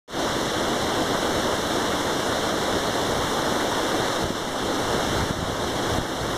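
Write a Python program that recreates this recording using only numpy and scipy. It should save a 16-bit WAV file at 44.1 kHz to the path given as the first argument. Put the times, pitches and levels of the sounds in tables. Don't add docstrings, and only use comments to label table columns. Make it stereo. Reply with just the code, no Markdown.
import sys
import numpy as np
from scipy import signal
from scipy.fft import rfft, irfft
from scipy.io import wavfile
from scipy.ndimage import uniform_filter1d, minimum_filter1d, map_coordinates

SR = 44100
rng = np.random.default_rng(int(sys.argv[2]) if len(sys.argv) > 2 else 0)


def dump(signal):
    limited = np.clip(np.atleast_2d(signal).T, -1, 1)
    pcm = np.round(limited * 32767).astype(np.int16)
    wavfile.write(sys.argv[1], SR, pcm)


N = 280917
T = np.arange(N) / SR
HZ = np.fft.rfftfreq(N, 1 / SR)

# frequency_hz, relative_level_db
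WATER_TONE = [(30, -12.5), (70, -9), (115, -5.5), (165, -6.3), (230, -1), (310, 1.5), (390, -0.16),
              (480, 0.4), (750, -4), (1100, -7.5), (1700, -10.5), (2000, -11), (2400, -12.5), (3000, -12.5),
              (3700, -13.5), (4750, -14.5), (5300, -14), (7000, -18), (10000, -25), (15000, -33)]
# time_s, level_db
ROAR_SWELL = [(0.3, 0.7), (0.47, -2), (0.65, 2.5), (0.8, -1.7), (0.93, 2.2), (1.2, 1.1), (1.44, 3),
              (1.62, -0.5), (1.78, 1), (1.95, 0.2), (2.6, 0.6), (3.3, 0), (3.46, 1.5), (3.65, -0.9),
              (3.92, 0.5), (4.15, 0.2), (4.45, -0.5), (4.74, 1.3), (4.85, 0), (4.98, 0.4), (5.15, -1.4),
              (5.6, 0.9), (5.95, 1.2), (6.15, 0), (6.3, 2.5)]
# time_s, middle_db, treble_db
TURN_TONE = [(0.6, -0.2, -1.5), (1.3, -0.3, 0.7), (2.8, 0.3, -0.5), (3.2, 0.9, 1), (3.9, 1.7, 0.5),
             (4.2, -0.5, -0.5), (4.9, 1.2, 0), (5.8, 0.7, 0.5), (6.3, 1, 1.5)]
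# frequency_hz, level_db, likeness_0_to_1, phase_lag_rad
RIGHT_PORT = [(100, -1, 0.9, -0.2), (350, -4.3, 0.79, -0.28), (600, -1.7, 0.88, -0.44),
              (1000, -0.5, 0.96, -0.21), (1300, -0.0, 0.99, -0.0), (1500, 0.1, 0.94, 0.09),
              (1750, -1.5, 0.71, 0.64), (2000, -1.6, 0.62, 1.55), (2250, -1.7, 0.78, 2.57),
              (2430, -0.5, 0.95, 3.02), (2490, -0.1, 0.995, 3.11), (2580, 0, 0.995, 3.18),
              (2670, 0, 0.9, 3.38), (2850, 1.1, 0.77, 3.93), (3100, 1.3, 0.8, 4.65),
              (3450, 0.2, 0.87, 5.86), (3700, 0.0, 1.0, 6.29), (4150, 0.2, 0.78, 7.78),
              (4500, -0.9, 0.85, 8.89), (4660, -0.8, 0.965, 9.35), (4760, -1, 0.965, 9.5),
              (5050, -4.2, 0.78, 10.34), (5400, -6.2, 0.81, 11.48), (6300, -9.2, 0.51, 13.37),
              (7000, -11.3, 0.1, 14.7), (8100, -17.1, 0.24, 16.7), (9500, -9, 0.28, 19.2),
              (11200, -7.2, 0.19, 24.3), (13000, -11.9, 0.14, 27.6), (15000, -11.2, 0.08, 30.6)]
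# frequency_hz, relative_level_db
RUMBLE_TONE = [(10, 0), (25, -8), (45, -2), (85, 0.5), (140, -0.5), (200, -7), (300, -22), (450, -20.5),
               (900, -37), (3000, -80)]
# peak_time_s, level_db, half_length_s
AIR_GUSTS = [(0.44, -29, 0.16), (0.86, -32, 0.065), (1.4, -35, .15), (2.284, -32, 0.038),
             (2.782, -31, 0.17), (3.18, -28, 0.12), (4.26, -23, 0.063), (4.5, -30, 0.088), (5.0, -26, 0.2),
             (5.194, -18, 0.063), (5.436, -18.5, .08), (5.635, -18, 0.037), (5.75, -19.5, 0.021),
             (5.977, -12, 0.055), (6.254, -20, 0.07)]
# time_s, peak_db, pitch_hz, left_minus_right_db, rebound_0_to_1
HARD_EDDIES = [(1.179, -14.5, 150, 3, 0.9), (1.932, -16, 120, 3, 0.8), (2.070, -15.5, 100, -4, 0.9),
               (2.766, -14.5, 120, -4, 0.8), (3.137, -13, 110, -4, 0.7), (3.165, -15, 90, -3, 0.6),
               (3.195, -16.5, 90, -8, 0.9), (4.203, -15, 130, 0, 0.9), (4.244, -1.3, 95, 2.5, 0.98),
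               (4.306, -1.5, 225, 4.5, 1), (5.052, -12, 110, 3, 0.8), (5.144, -9, 100, 2, 0.9),
               (5.170, -9.5, 90, -4.5, 1), (5.203, -9, 180, -5.5, 0.9), (5.229, -5.5, 120, -4.5, 0.6),
               (5.239, -2, 135, -3, 0.8), (5.310, -1, 235, -7.5, 0.74), (5.392, -8, 100, 5, .8),
               (5.429, -4.5, 170, 6.5, 0.76), (5.441, -8, 120, 4, 1), (5.500, -7.5, 220, 7.5, .5),
               (5.533, -9, 100, 3.5, 1), (5.634, -5, 105, 1, .9), (5.910, -16, 150, -2, 0.8),
               (5.919, -11, 100, -6, 1), (5.93, -13, 81, -7, 1), (5.955, -14, 70, -3, 1),
               (5.971, -15.5, 110, -0.5, .9), (5.980, -16, 330, -6, 1), (5.987, -0.5, 230, -7.5, 0.24),
               (5.998, -7, 150, -1, 1), (6.031, -5, 130, 1.5, 1), (6.217, -5, 105, 2.5, 1),
               (6.297, -9, 150, 4, 1)]


def gain_of(db):
    return 10 ** (np.asarray(db) / 20)


def unit_level(x):
    return x / np.sqrt(np.mean(x ** 2) + 1e-20)


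def spectrum(table, column=1):
    columns = np.transpose(table)
    return np.interp(np.log(HZ + 1), np.log(columns[0] + 1), columns[column])


def colour(x, gain):
    return irfft(rfft(x) * gain, N)


def wander(rate_hz, count=N, step_s=1 / SR):
    hz = np.fft.rfftfreq(count, step_s)
    noise = rfft(rng.standard_normal(count))
    return unit_level(irfft(noise * hz / (hz + 2) / (1 + (hz / rate_hz) ** 2), count))


def rush(surge_db=-0.1, surge_hz=12, flicker_db=0.34, flicker_hz=34, patchy_db=1.13,
         hiss_share=0.56, split_hz=1800, swell_hz=950):
    window, hop = 512, 128
    frames, step_s = N // hop + 5, hop / SR
    t, hz = np.arange(frames)[:, None] * step_s, np.fft.rfftfreq(window, 1 / SR)
    shape = (2, frames, len(hz))
    noise = rng.standard_normal(shape) + 1j * rng.standard_normal(shape)
    swell = np.interp(t, *np.transpose(ROAR_SWELL)) / (1 + (hz / swell_hz) ** 2)
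    surge = surge_db * wander(surge_hz, frames, step_s)[:, None]
    flicker = flicker_db * wander(flicker_hz, frames, step_s)[:, None]
    splashes = uniform_filter1d(rng.standard_normal(shape[1:]), size=16, axis=0)
    splashes = patchy_db * unit_level(uniform_filter1d(splashes, size=8, axis=1))
    clumps = surge + flicker + splashes
    clumps -= uniform_filter1d(clumps, size=80, axis=0)
    roar = 1 / (1 + (hz / split_hz) ** 2)
    clump_depth = roar + hiss_share * (1 - roar)
    noise *= gain_of(swell + phone_turn(t, hz) + clump_depth * clumps)
    _, streams = signal.istft(noise.swapaxes(1, 2), nperseg=window, noverlap=window - hop)
    return unit_level(streams[:, :N])


def phone_turn(t, hz, middle_hz=1150, treble_hz=8000):
    times, middle_db, treble_db = np.transpose(TURN_TONE)
    middle = np.exp(-2 * np.log2((hz + 1) / middle_hz) ** 2)
    treble = 1 / (1 + (treble_hz / (hz + 1)) ** 6)
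    return middle * np.interp(t, times, middle_db) + treble * np.interp(t, times, treble_db)


def patter(drops_per_s=450, spread_db=3, decay_s=0.0039, low_cut_hz=1800):
    sizes = gain_of(spread_db * np.minimum(rng.exponential(1, N), 4))
    drops = sizes * (rng.random(N) < drops_per_s / SR)
    power = signal.lfilter([1], [1, -np.exp(-2 / (decay_s * SR))], drops ** 2)
    fizz = np.sqrt(power) * rng.standard_normal((2, N))
    return unit_level(colour(fizz, HZ / np.hypot(HZ, low_cut_hz)))


def hand_sway(x, lag_s=4e-6, sway_hz=5):
    positions = np.arange(N) + lag_s * SR * wander(sway_hz)
    return map_coordinates(x, [positions], order=5, mode="mirror")


def waterfall(level_db=-22, patter_db=-8.5):
    direct, scattered = rush() + gain_of(patter_db) * patter()
    tone = gain_of(spectrum(WATER_TONE))
    likeness = np.clip(spectrum(RIGHT_PORT, column=2), 0, 1)
    shade = gain_of(spectrum(RIGHT_PORT)) * np.exp(-1j * spectrum(RIGHT_PORT, column=3))
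    left = colour(direct, tone)
    right = colour(direct, tone * shade * likeness)
    right += colour(scattered, tone * shade * np.sqrt(1 - likeness ** 2))
    return gain_of(level_db) * np.array([left, hand_sway(right)]) / np.std(left)


def airflow(breeze_db=-37, sway_db=2.5, sway_hz=3.6):
    power = gain_of(breeze_db + sway_db * wander(sway_hz)) ** 2
    for peak_time_s, level_db, half_length_s in AIR_GUSTS:
        bell_curve = np.exp(-((T - peak_time_s) / half_length_s) ** 2 / 2)
        power += (gain_of(level_db) * bell_curve) ** 2
    return 10 * np.log10(power)


def draught(trim_db=-0.5, lumpy_db=2, lump_hz=25, calm_hz=130, strong_db=-22, eddy_db=11,
            push_limit=0.33, shared_db=-11):
    strong = unit_level(colour(rng.standard_normal((2, N)), gain_of(spectrum(RUMBLE_TONE))))
    calm = unit_level(colour(strong, 1 / (1 + (HZ / calm_hz) ** 2)))
    air_db = airflow()
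    force = np.minimum(gain_of(air_db - strong_db), 1)
    lumps = unit_level(gain_of(lumpy_db * wander(lump_hz)))
    rumble = (force * strong + (1 - force) * calm) * lumps
    eddies = force * gain_of(eddy_db) * small_eddies()
    pressure = (rumble + eddies) * gain_of(air_db + trim_db)
    opposed, shared = push_limit * np.tanh(pressure / push_limit)
    return np.array([opposed, -opposed]) + gain_of(shared_db) * shared


def eddy_swing(t, pitch_hz, rebound=1):
    share = np.where(t > 0, np.clip(rebound, 0.1, 1), 1)
    phase = 2 * np.pi * pitch_hz * t * share
    return share * phase * np.exp((1 - phase ** 2) / 2)


def small_eddies(per_s=14, pitch_hz=150):
    strengths = 2 * rng.random((2, N)) - 1
    arrivals = strengths * (rng.random((2, N)) < per_s / SR)
    return signal.fftconvolve(arrivals, eddy_swing(T - T.mean(), pitch_hz)[None], "same", axes=1)


def hard_eddies(rumble, sweep_s=0.0076):
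    rumble_gain, thumps = np.ones(N), np.zeros((2, N))
    for time_s, peak_db, pitch_hz, pan_db, rebound in HARD_EDDIES:
        rumble_gain *= 1 - np.exp(-((T - time_s) / sweep_s) ** 2)
        port_gains = [gain_of(pan_db / 2), -gain_of(-pan_db / 2)]
        thumps += np.outer(port_gains, gain_of(peak_db) * eddy_swing(T - time_s, pitch_hz, rebound))
    return rumble_gain * rumble + thumps


def limiter(x, ceiling_db=-1.8, hold_s=0.079, recovery_db_per_s=7.0):
    peak_db = 20 * np.log10(abs(x).max(0) + 1e-9)
    over_db = np.maximum(peak_db - ceiling_db, 0)
    half_hold = round(hold_s * SR / 2)
    held_db = -minimum_filter1d(-over_db, 2 * half_hold + 1, origin=half_hold)
    creep_db = recovery_db_per_s * T
    cut_db = np.maximum.accumulate(held_db + creep_db) - creep_db
    return x / gain_of(uniform_filter1d(cut_db, size=60))


def scene():
    return waterfall() + hard_eddies(draught())


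def record(dry, start_s=0.078, first_gain=0.056, fade_s=0.14, high_cut_hz=15300):
    fade_in = (T > start_s) * np.clip(first_gain + (T - start_s) / fade_s, 0, 1)
    limited = limiter(dry * fade_in)
    low_pass = signal.firwin(511, high_cut_hz, window=("kaiser", 9), fs=SR)
    return signal.oaconvolve(limited, low_pass[None], "same", axes=1)


dry = scene()
out = record(dry)
dump(out)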